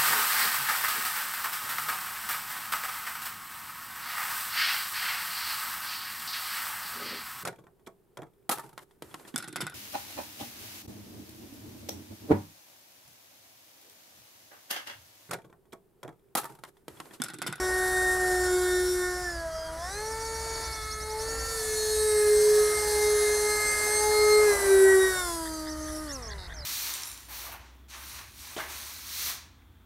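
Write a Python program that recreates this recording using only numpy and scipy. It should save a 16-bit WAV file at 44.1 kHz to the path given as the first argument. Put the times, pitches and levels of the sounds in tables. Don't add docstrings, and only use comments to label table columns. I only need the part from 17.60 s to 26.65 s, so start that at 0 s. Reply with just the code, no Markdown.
import sys
import numpy as np
from scipy import signal
from scipy.fft import rfft, irfft, next_fast_len
from scipy.io import wavfile
from scipy.ndimage import uniform_filter1d, map_coordinates

SR = 44100
rng = np.random.default_rng(int(sys.argv[2]) if len(sys.argv) > 2 else 0)


def pcm_store(signal):
    levels = np.round(np.clip(np.atleast_2d(signal), -1, 1) * 32767)
    wavfile.write(sys.argv[1], SR, levels.astype(np.int16).T)


def ratio_of_db(decibels):
    return 10 ** (np.asarray(decibels, float) / 20)


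N = 399105

# pitch_hz, density_db (per Hz)
TRAFFIC_SPECTRUM = [(20, -14), (38, -7), (55, -6), (68, -2.5), (85, -10.5), (150, -20.5), (190, -23.5),
                    (600, -32), (2000, -23.5), (2600, -48), (5000, -46), (15700, -54)]
# time_s, level_db
FAR_CALLS = [
    (7.85, -44),
    (8.051, -44),
    (8.275, -43.5),
    (8.485, -42),
    (8.699, -42),
    (8.899, -43),
]

# time_s (from its start), pitch_hz
SLIDE = [(0, 6600), (.025, 5800), (.1, 5150), (.165, 4750), (.2, 4300)]
PEAK = [(0, 5750), (.024, 5600), (.035, 6250)]
RISE = [(0, 4550), (.012, 5200), (.045, 6500)]
ARCH = [(0, 4200), (.01, 5000), (.024, 5200), (.038, 6250), (.06, 5400), (.07, 4000)]
HOOK = [(0, 5400), (.008, 6250), (.015, 6400), (.025, 5950)]
SWOOP = [(0, 5600), (.026, 5330), (.048, 6900), (.062, 5900), (.08, 5300), (.087, 4300)]
DROP = [(0, 6000), (.014, 4900)]
TURN = [(0, 5400), (.008, 5700), (.015, 3800), (.02, 4900), (.04, 3900)]
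STAIR = [(0, 5900), (.006, 6300), (.014, 6350), (.024, 6100), (.03, 5100)]
CURL = [(0, 5000), (.03, 4450), (.045, 4700), (.062, 5900), (.098, 4300)]
HOLD = [(0, 6200), (.01, 6400), (.025, 6350)]
FALL = [(0, 6400), (.012, 5700), (.032, 5100)]
# syllable, start_s, repeats, spacing_s, pitch_ratio, ratio_per_repeat
SONG = [(SLIDE, 1.62, 3, .282, 1, 1), (PEAK, 2.456, 4, .142, 1, 1), (FALL, 2.506, 4, .142, 1, 1),
        (RISE, 3.028, 8, .0928, 1, 1), (RISE, 3.78, 3, .1, 1, 1), (CURL, .645, 3, .152, 1, 1),
        (STAIR, 7.9, 1, 0, 1.1, 1), (HOLD, 7.935, 1, 0, 1, 1), (ARCH, 8.068, 1, 0, 1, 1),
        (HOOK, 8.195, 1, 0, 1.04, 1), (HOOK, 8.225, 6, .0304, 1, .974), (RISE, 8.468, 1, 0, .9, 1),
        (SWOOP, 8.487, 1, 0, 1, 1), (DROP, 8.623, 4, .0147, 1, 1), (HOLD, 8.678, 1, 0, 1, 1),
        (TURN, 8.7, 1, 0, 1, 1), (STAIR, 8.937, 1, 0, 1, 1), (HOOK, 8.965, 3, .02, .9, .93),
        (HOLD, 9.025, 1, 0, .645, 1)]
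SONG_DB = [-45, -41, -42, -41, -42, -46, -58, -43, -41, -50, -42.5, -48, -38, -40, -44, -41, -45.5, -43.5,
           -46]
# start_s, length_s, start_hz, end_hz, swing_hz, beat_hz, level_db
TRILLS = [
    (7.968, .048, 6150, 5900, 250, 330, -46),
    (8.777, .102, 4450, 4450, 750, 95, -42),
    (8.88, .07, 3000, 4500, 400, 300, -54),
]

# time_s, roar_db, hump_db, wake_db, jet_db
AIR_LEVELS = [(0.0, -46.5, -48, -44.5, -44), (0.31, -47.5, -40, -43.5, -39.5),
              (0.73, -46.5, -43, -43, -40.5), (1.36, -52.5, -46, -43, -40.5), (1.67, -52, -49, -46, -48.5),
              (1.88, -57, -54, -51.5, -55.5), (2.09, -56.5, -51, -55, -56), (2.3, -53, -56, -46, -50),
              (2.61, -51.5, -70, -47, -47.5), (3.03, -48.5, -73, -43, -47), (3.34, -59, -66, -49.5, -48.5),
              (3.66, -51, -67, -45, -46.5), (3.76, -48, -57, -47, -46), (3.97, -51.5, -57, -40.5, -40),
              (4.39, -50.5, -46.5, -38.5, -37), (5.02, -46.5, -42.5, -37, -37.5),
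              (6.69, -43, -42, -38, -35.5), (6.9, -39.5, -63, -37.5, -36.5), (7.31, -43.5, -42, -43, -36.5),
              (7.52, -46.5, -44, -40, -38.5), (7.84, -56.5, -55, -46, -42.5), (8.15, -56.5, -57, -49, -52),
              (8.36, -56, -57, -47.5, -48), (8.57, -61, -55, -50, -53), (8.67, -53, -60, -55, -61),
              (8.88, -64, -63, -59, -63), (8.99, -70, -67, -62, -68)]
# time_s, lag_ms
GROUND_ECHO = [(0, 6.7), (1, 6.34), (1.6, 5.6), (2.3, 3.56), (3.3, 2.8), (4, 4.08), (4.8, 4.93),
               (5.6, 6.85), (6.3, 8), (6.9, 8.9), (8, 5.33), (9.05, 4.2)]
# pitch_hz, density_db (per Hz)
ROAR_SPECTRUM = [(150, -24.5), (260, -6.5), (600, 1), (1100, -3), (2000, -6.5), (2600, -17.5), (3300, -17)]
# pitch_hz, density_db (per Hz)
WAKE_SPECTRUM = [(2300, -14.5), (3300, -14.5), (4300, -2), (5800, -0.5), (7000, -7), (8500, -9)]
# pitch_hz, density_db (per Hz)
JET_SPECTRUM = [(6000, -24), (7500, -5.5), (9000, -2.5), (10800, -2.5), (12500, -11.5), (15700, -19)]
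# time_s, turns_hz
SHAFT_SPEED = [(0.0, 370.7), (0.53, 369.1), (0.8, 365.0), (1.62, 361.1), (1.66, 355.6), (1.74, 339.7),
               (1.78, 334.5), (1.89, 325.1), (1.95, 322.5), (2.09, 322.4), (2.15, 324.2), (2.17, 327.0),
               (2.19, 332.3), (2.22, 342.9), (2.26, 359.9), (2.33, 398.6), (2.35, 407.7), (2.38, 418.1),
               (2.43, 431.7), (2.45, 435.2), (2.52, 442.8), (2.65, 448.1), (2.78, 447.1), (2.87, 448.9),
               (3.05, 446.4), (3.09, 444.5), (3.21, 434.6), (3.38, 430.6), (3.54, 432.7), (3.67, 446.0),
               (3.74, 450.4), (3.93, 451.0), (3.95, 449.7), (4.02, 437.8), (4.11, 432.3), (4.21, 430.1),
               (4.46, 428.5), (4.58, 422.3), (4.69, 419.7), (4.87, 422.2), (5.78, 419.3), (5.87, 421.2),
               (6.25, 420.3), (6.36, 423.1), (6.56, 423.8), (6.83, 422.1), (6.86, 420.0), (6.94, 404.7),
               (7.09, 390.8), (7.18, 386.3), (7.48, 378.3), (7.61, 362.1), (7.7, 342.3), (7.74, 335.4),
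               (7.82, 325.6), (7.9, 318.6), (8.01, 312.7), (8.13, 309.3), (8.31, 308.6), (8.42, 309.7),
               (8.45, 306.5), (8.47, 300.6), (8.56, 266.9), (8.64, 232.6), (8.67, 221.2), (8.7, 211.4),
               (8.77, 194.7), (8.86, 176.0), (9.02, 146.0), (9.04, 143.1)]
# time_s, order1_db, order2_db, order3_db, order4_db, order5_db, order10_db, order15_db, order20_db
TONE_LEVELS = [(0.0, -34, -43, -43, -37.5, -42, -57, -43, -49),
               (0.09, -31, -39.5, -44, -40, -34, -53.5, -52, -50),
               (0.45, -32, -36, -47, -49, -27, -46, -50, -49),
               (0.57, -32, -35.5, -44, -70, -29, -55, -50, -45),
               (0.66, -30, -33.5, -55, -49, -33, -61, -52, -51),
               (0.84, -28, -38, -48, -41.5, -33, -52, -43, -43),
               (0.96, -26, -41, -46, -38, -50, -49, -57, -43.5),
               (1.14, -26, -43, -51, -37.5, -34, -46, -42.5, -47),
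               (1.32, -27, -52, -55, -47, -51, -51, -41.5, -54),
               (1.44, -31, -46, -45, -38.5, -34, -53, -46, -49),
               (1.62, -39, -40.5, -47, -45, -43, -67, -48, -52),
               (1.68, -40, -45.5, -59, -48, -37, -66, -49, -52),
               (1.86, -52, -35.5, -50, -54, -45, -64, -66, -64),
               (1.95, -70, -37, -58, -46, -59, -59, -54, -63),
               (2.07, -54, -39, -45, -70, -48, -54, -53, -58),
               (2.16, -52, -37.5, -46, -55, -58, -69, -68, -68),
               (2.25, -64, -40, -44.5, -55, -46, -57, -50, -59),
               (2.37, -40, -46, -54, -43, -52, -45, -48, -50),
               (2.43, -39, -40, -47.5, -48, -53, -49, -56.5, -50),
               (2.97, -41, -43, -48, -49, -51, -44, -45, -53),
               (3.15, -52, -47, -45.5, -49, -46, -45.5, -63, -70),
               (3.36, -46, -61, -41.5, -51, -47, -49, -49, -59),
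               (3.54, -37, -38, -52, -57, -50, -52, -63, -66),
               (3.63, -37, -42, -49, -46, -61, -46.5, -51, -48),
               (3.87, -42, -68, -40.5, -44, -60, -44.5, -45, -61),
               (4.14, -32, -63, -57, -44, -47, -44, -50, -48),
               (4.23, -31, -55, -54, -46, -60, -40, -39, -43),
               (4.53, -24, -44.5, -45.5, -45, -43, -45, -53, -34),
               (4.68, -21, -52, -46, -41, -44, -43, -52, -42.5),
               (4.8, -20, -65, -65, -53, -44, -47, -43, -37),
               (4.98, -20, -63, -41.5, -43, -48, -46.5, -46, -44),
               (5.19, -31, -46, -39.5, -53, -36, -47, -48, -40),
               (5.28, -30, -39, -51, -46, -44, -47, -45, -42),
               (5.43, -24, -40, -50, -48, -34, -43.5, -42, -52),
               (5.55, -24, -49, -41.5, -62, -42, -42, -41, -52),
               (5.67, -26, -51, -44, -41, -33, -44.5, -44, -42),
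               (5.82, -28, -42, -48, -47, -43, -41, -42, -41),
               (5.91, -30, -40, -39.5, -40, -33, -40, -42, -38),
               (6.12, -40, -54, -41, -39, -33, -45, -40, -38),
               (6.3, -32, -40, -47, -38, -38, -44.5, -40, -36.5),
               (6.39, -30, -38, -40, -48, -36, -38, -39, -33),
               (6.48, -26, -29.5, -47, -45, -37, -39.5, -37, -51),
               (6.57, -23, -38, -37, -68, -32, -37, -49, -43),
               (6.69, -20, -39.5, -34.5, -47, -31, -36, -37, -41),
               (6.78, -18, -40, -32.5, -45, -30, -39, -50, -37),
               (6.9, -21, -42, -43, -35, -35, -39.5, -41, -42),
               (6.99, -35, -46, -42, -40, -37, -49, -52, -41),
               (7.11, -19, -48, -49, -34, -40, -45, -47, -48),
               (7.23, -16, -42, -66, -37.5, -36, -51, -48, -41),
               (7.29, -17, -38, -46, -35, -27, -45, -50, -38),
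               (7.35, -18, -48, -43, -35, -28, -45, -53, -43),
               (7.38, -19, -39, -41, -42, -34, -43, -51, -48),
               (7.44, -22, -53, -43, -37, -27, -43, -46, -52),
               (7.59, -43, -42, -41.5, -32.5, -45, -40.5, -46, -46),
               (7.74, -39, -45.5, -39, -51, -52, -53, -49, -47.5),
               (7.95, -38, -46, -49, -48, -58, -64, -48.5, -58),
               (8.31, -39, -42.5, -59, -49, -70, -67, -64, -58),
               (8.43, -38, -46.5, -58, -47, -58, -64, -64, -70),
               (8.7, -61, -49, -55, -65, -50, -67, -71, -70),
               (9.04, -63, -76, -74, -53, -70, -68, -70, -74)]


def unit(x):
    return x / np.sqrt(np.mean(x ** 2) + 1e-20)


def curves(rows):
    s, *cols = np.transpose(rows)
    return [np.interp(np.arange(N) / SR, s, c) for c in cols]


def wobble(rate):
    knots = rng.standard_normal(int(N * rate / SR) + 4)
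    return map_coordinates(knots, [np.arange(N) * rate / SR])


def coloured(x, spectrum):
    m = next_fast_len(N + 8192)
    hz, db = np.transpose(spectrum)
    log_hz = np.log(np.fft.rfftfreq(m, 1 / SR) + 1)
    gain = ratio_of_db(np.interp(log_hz, np.log(hz), db, -120, -120))
    return irfft(rfft(x, m) * gain, m)[..., :N]


def rush(spectrum, patchy_db=0):
    z = signal.stft(rng.standard_normal(N + 512), nperseg=512)[2]
    field = uniform_filter1d(rng.standard_normal(z.shape), size=7, axis=0)
    field = uniform_filter1d(field, size=30, axis=1)
    noise = signal.istft(z * ratio_of_db(patchy_db * unit(field)), nperseg=512)[1][:N]
    return unit(coloured(noise, spectrum))


def sweep(hz):
    return np.sin(2 * np.pi * np.cumsum(hz) / SR)


def add(out, s, note):
    part = out[round(s * SR):][:len(note)]
    part += note[:len(part)]


def traffic():
    t = np.arange(N) / SR
    notes = np.zeros(N)
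    for hz, db in ((55, -4), (66, -3.5), (95, -16), (130, -16.5), (147, -15)):
        size = ratio_of_db(db + 3.8 * wobble(4))
        notes += size * np.sin(2 * np.pi * hz * t + 2.04 * wobble(3))
    return ratio_of_db(-46 + wobble(1.57)) * (rush(TRAFFIC_SPECTRUM) + notes)


def far_bird():
    out = np.zeros(N)
    t = np.arange(round(.08 * SR)) / SR
    phase = 2 * np.pi * np.cumsum(1620 + 4000 * t) / SR
    voice = np.sin(phase) + 0.44 * np.sin(2 * phase)
    for s, db in FAR_CALLS:
        grit = unit(np.convolve(rng.standard_normal(len(t)), np.hanning(200), "same"))
        add(out, s - .02, ratio_of_db(db) * np.hanning(len(t)) * grit * voice)
    return out


def lark_phrases(out):
    for (shape, first, count, gap, ratio, drift), db in zip(SONG, SONG_DB):
        s, hz = np.transpose(shape)
        t = np.arange(round(s[-1] * SR)) / SR
        path = uniform_filter1d(np.interp(t, s, hz), size=120, mode="nearest")
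        for n in range(count):
            size = ratio_of_db(db + rng.normal(0, 1.5)) * signal.windows.tukey(len(t), .25)
            if shape == SLIDE:
                steps = 1 + .4 * np.sin(2 * np.pi * 49 * t)
                hoarse = unit(uniform_filter1d(rng.standard_normal(len(t)) + .13, size=110))
                size = size * ratio_of_db(-2.5 * n) * steps * hoarse
            add(out, first + n * gap, size * sweep(path * ratio * drift ** n))


def lark_trills(out):
    for s, length, a_hz, b_hz, swing_hz, rate, db in TRILLS:
        t = np.arange(round(length * SR)) / SR
        beat = 2 * np.pi * rate * t
        path = a_hz + (b_hz - a_hz) * t / length + swing_hz * np.sin(beat + .5)
        fade = .65 - 0.25 * np.cos(beat)
        add(out, s, ratio_of_db(db) * signal.windows.tukey(len(t), .15) * fade * sweep(path))


def lark():
    out = np.zeros(N)
    lark_phrases(out)
    lark_trills(out)
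    return out


def fan_air(turns):
    roar_db, hump_db, wake_db, jet_db = curves(AIR_LEVELS)
    gust = wobble(3.01)
    hump = unit(rush([(5, 5), (120, 1.5), (400, -22)]) * np.sin(2 * np.pi * 4.1 * turns))
    low = ratio_of_db(roar_db + 2.44 + 1.0 * gust) * rush(ROAR_SPECTRUM)
    low = low + ratio_of_db(hump_db - 2.5 + 0.76 * gust) * hump
    lag_ms, = curves(GROUND_ECHO)
    low = low + 0.54 * np.interp(np.arange(N) - lag_ms * SR / 1000, np.arange(N), low)

    chop = (1 + 0.16 * np.sin(2 * np.pi * turns)) * ratio_of_db(0.58 * gust + 0.84 * wobble(60))
    hiss = []
    for port in range(2):
        wake = ratio_of_db(wake_db - 1.5) * rush(WAKE_SPECTRUM, patchy_db=1.5)
        jet = ratio_of_db(jet_db + 1.5) * rush(JET_SPECTRUM, patchy_db=1.55)
        hiss.append(chop * (wake + jet))
    spread = [(3000, -21), (8000, -17.5), (11000, -12.5), (15700, -3)]
    return low + hiss[0], coloured(hiss[1] - 0.21 * hiss[0], spread)


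def tone_strengths():
    speed, jet_db = curves(SHAFT_SPEED)[0], curves(AIR_LEVELS)[-1]
    levels = dict(zip((1, 2, 3, 4, 5, 10, 15, 20), curves(TONE_LEVELS)))
    levels[6] = levels[4] - 8
    levels[8] = levels[10] - 8
    levels[25] = jet_db - 12.5 + 4 * wobble(3.01)
    levels[30] = jet_db - 24
    for k in (6, 8):
        levels[k] = levels[k] - 12 * np.exp(-((k * speed - 2900) / 700) ** 2)
    for blade, db in ((10, -10.5), (15, -9.5), (20, -11), (25, -13)):
        smooth = uniform_filter1d(levels[blade], size=SR // 2) + db
        for step in (-2, -1, 1, 2):
            levels[blade + step] = smooth - 6 * (abs(step) - 1) + 4 * wobble(3.086)
    return levels


def fan_whine(turns):
    mid, side = np.zeros((2, N))
    for k, db in tone_strengths().items():
        shake = min(k, 12) ** .5
        size = np.sqrt(2) * ratio_of_db(db + 0.76 * shake * wobble(22))
        phase = 2 * np.pi * k * turns + .02 * k * wobble(30) + .25 * shake * wobble(9)
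        mid += size * np.sin(phase)
        port_gap = ratio_of_db(-28) * shake * wobble(1.19)
        side += port_gap * size * np.sin(phase + rng.uniform(0, np.pi))
    return mid, side


def scene():
    turns = np.cumsum(curves(SHAFT_SPEED)[0]) / SR
    birds = lark()
    hiss, hiss_side = fan_air(turns)
    tones, tones_side = fan_whine(turns)
    mid = tones + hiss + birds + far_bird() + traffic()
    side = tones_side + hiss_side - ratio_of_db(-16) * birds + ratio_of_db(-74.5) * rush(TRAFFIC_SPECTRUM)
    return np.array([mid + side, mid - side])


def top_cut(x):
    return signal.sosfilt(signal.butter(12, 15750, fs=SR, output="sos"), x)


def record(dry):
    return top_cut(dry)


dry = scene()
out = record(dry)
pcm_store(out)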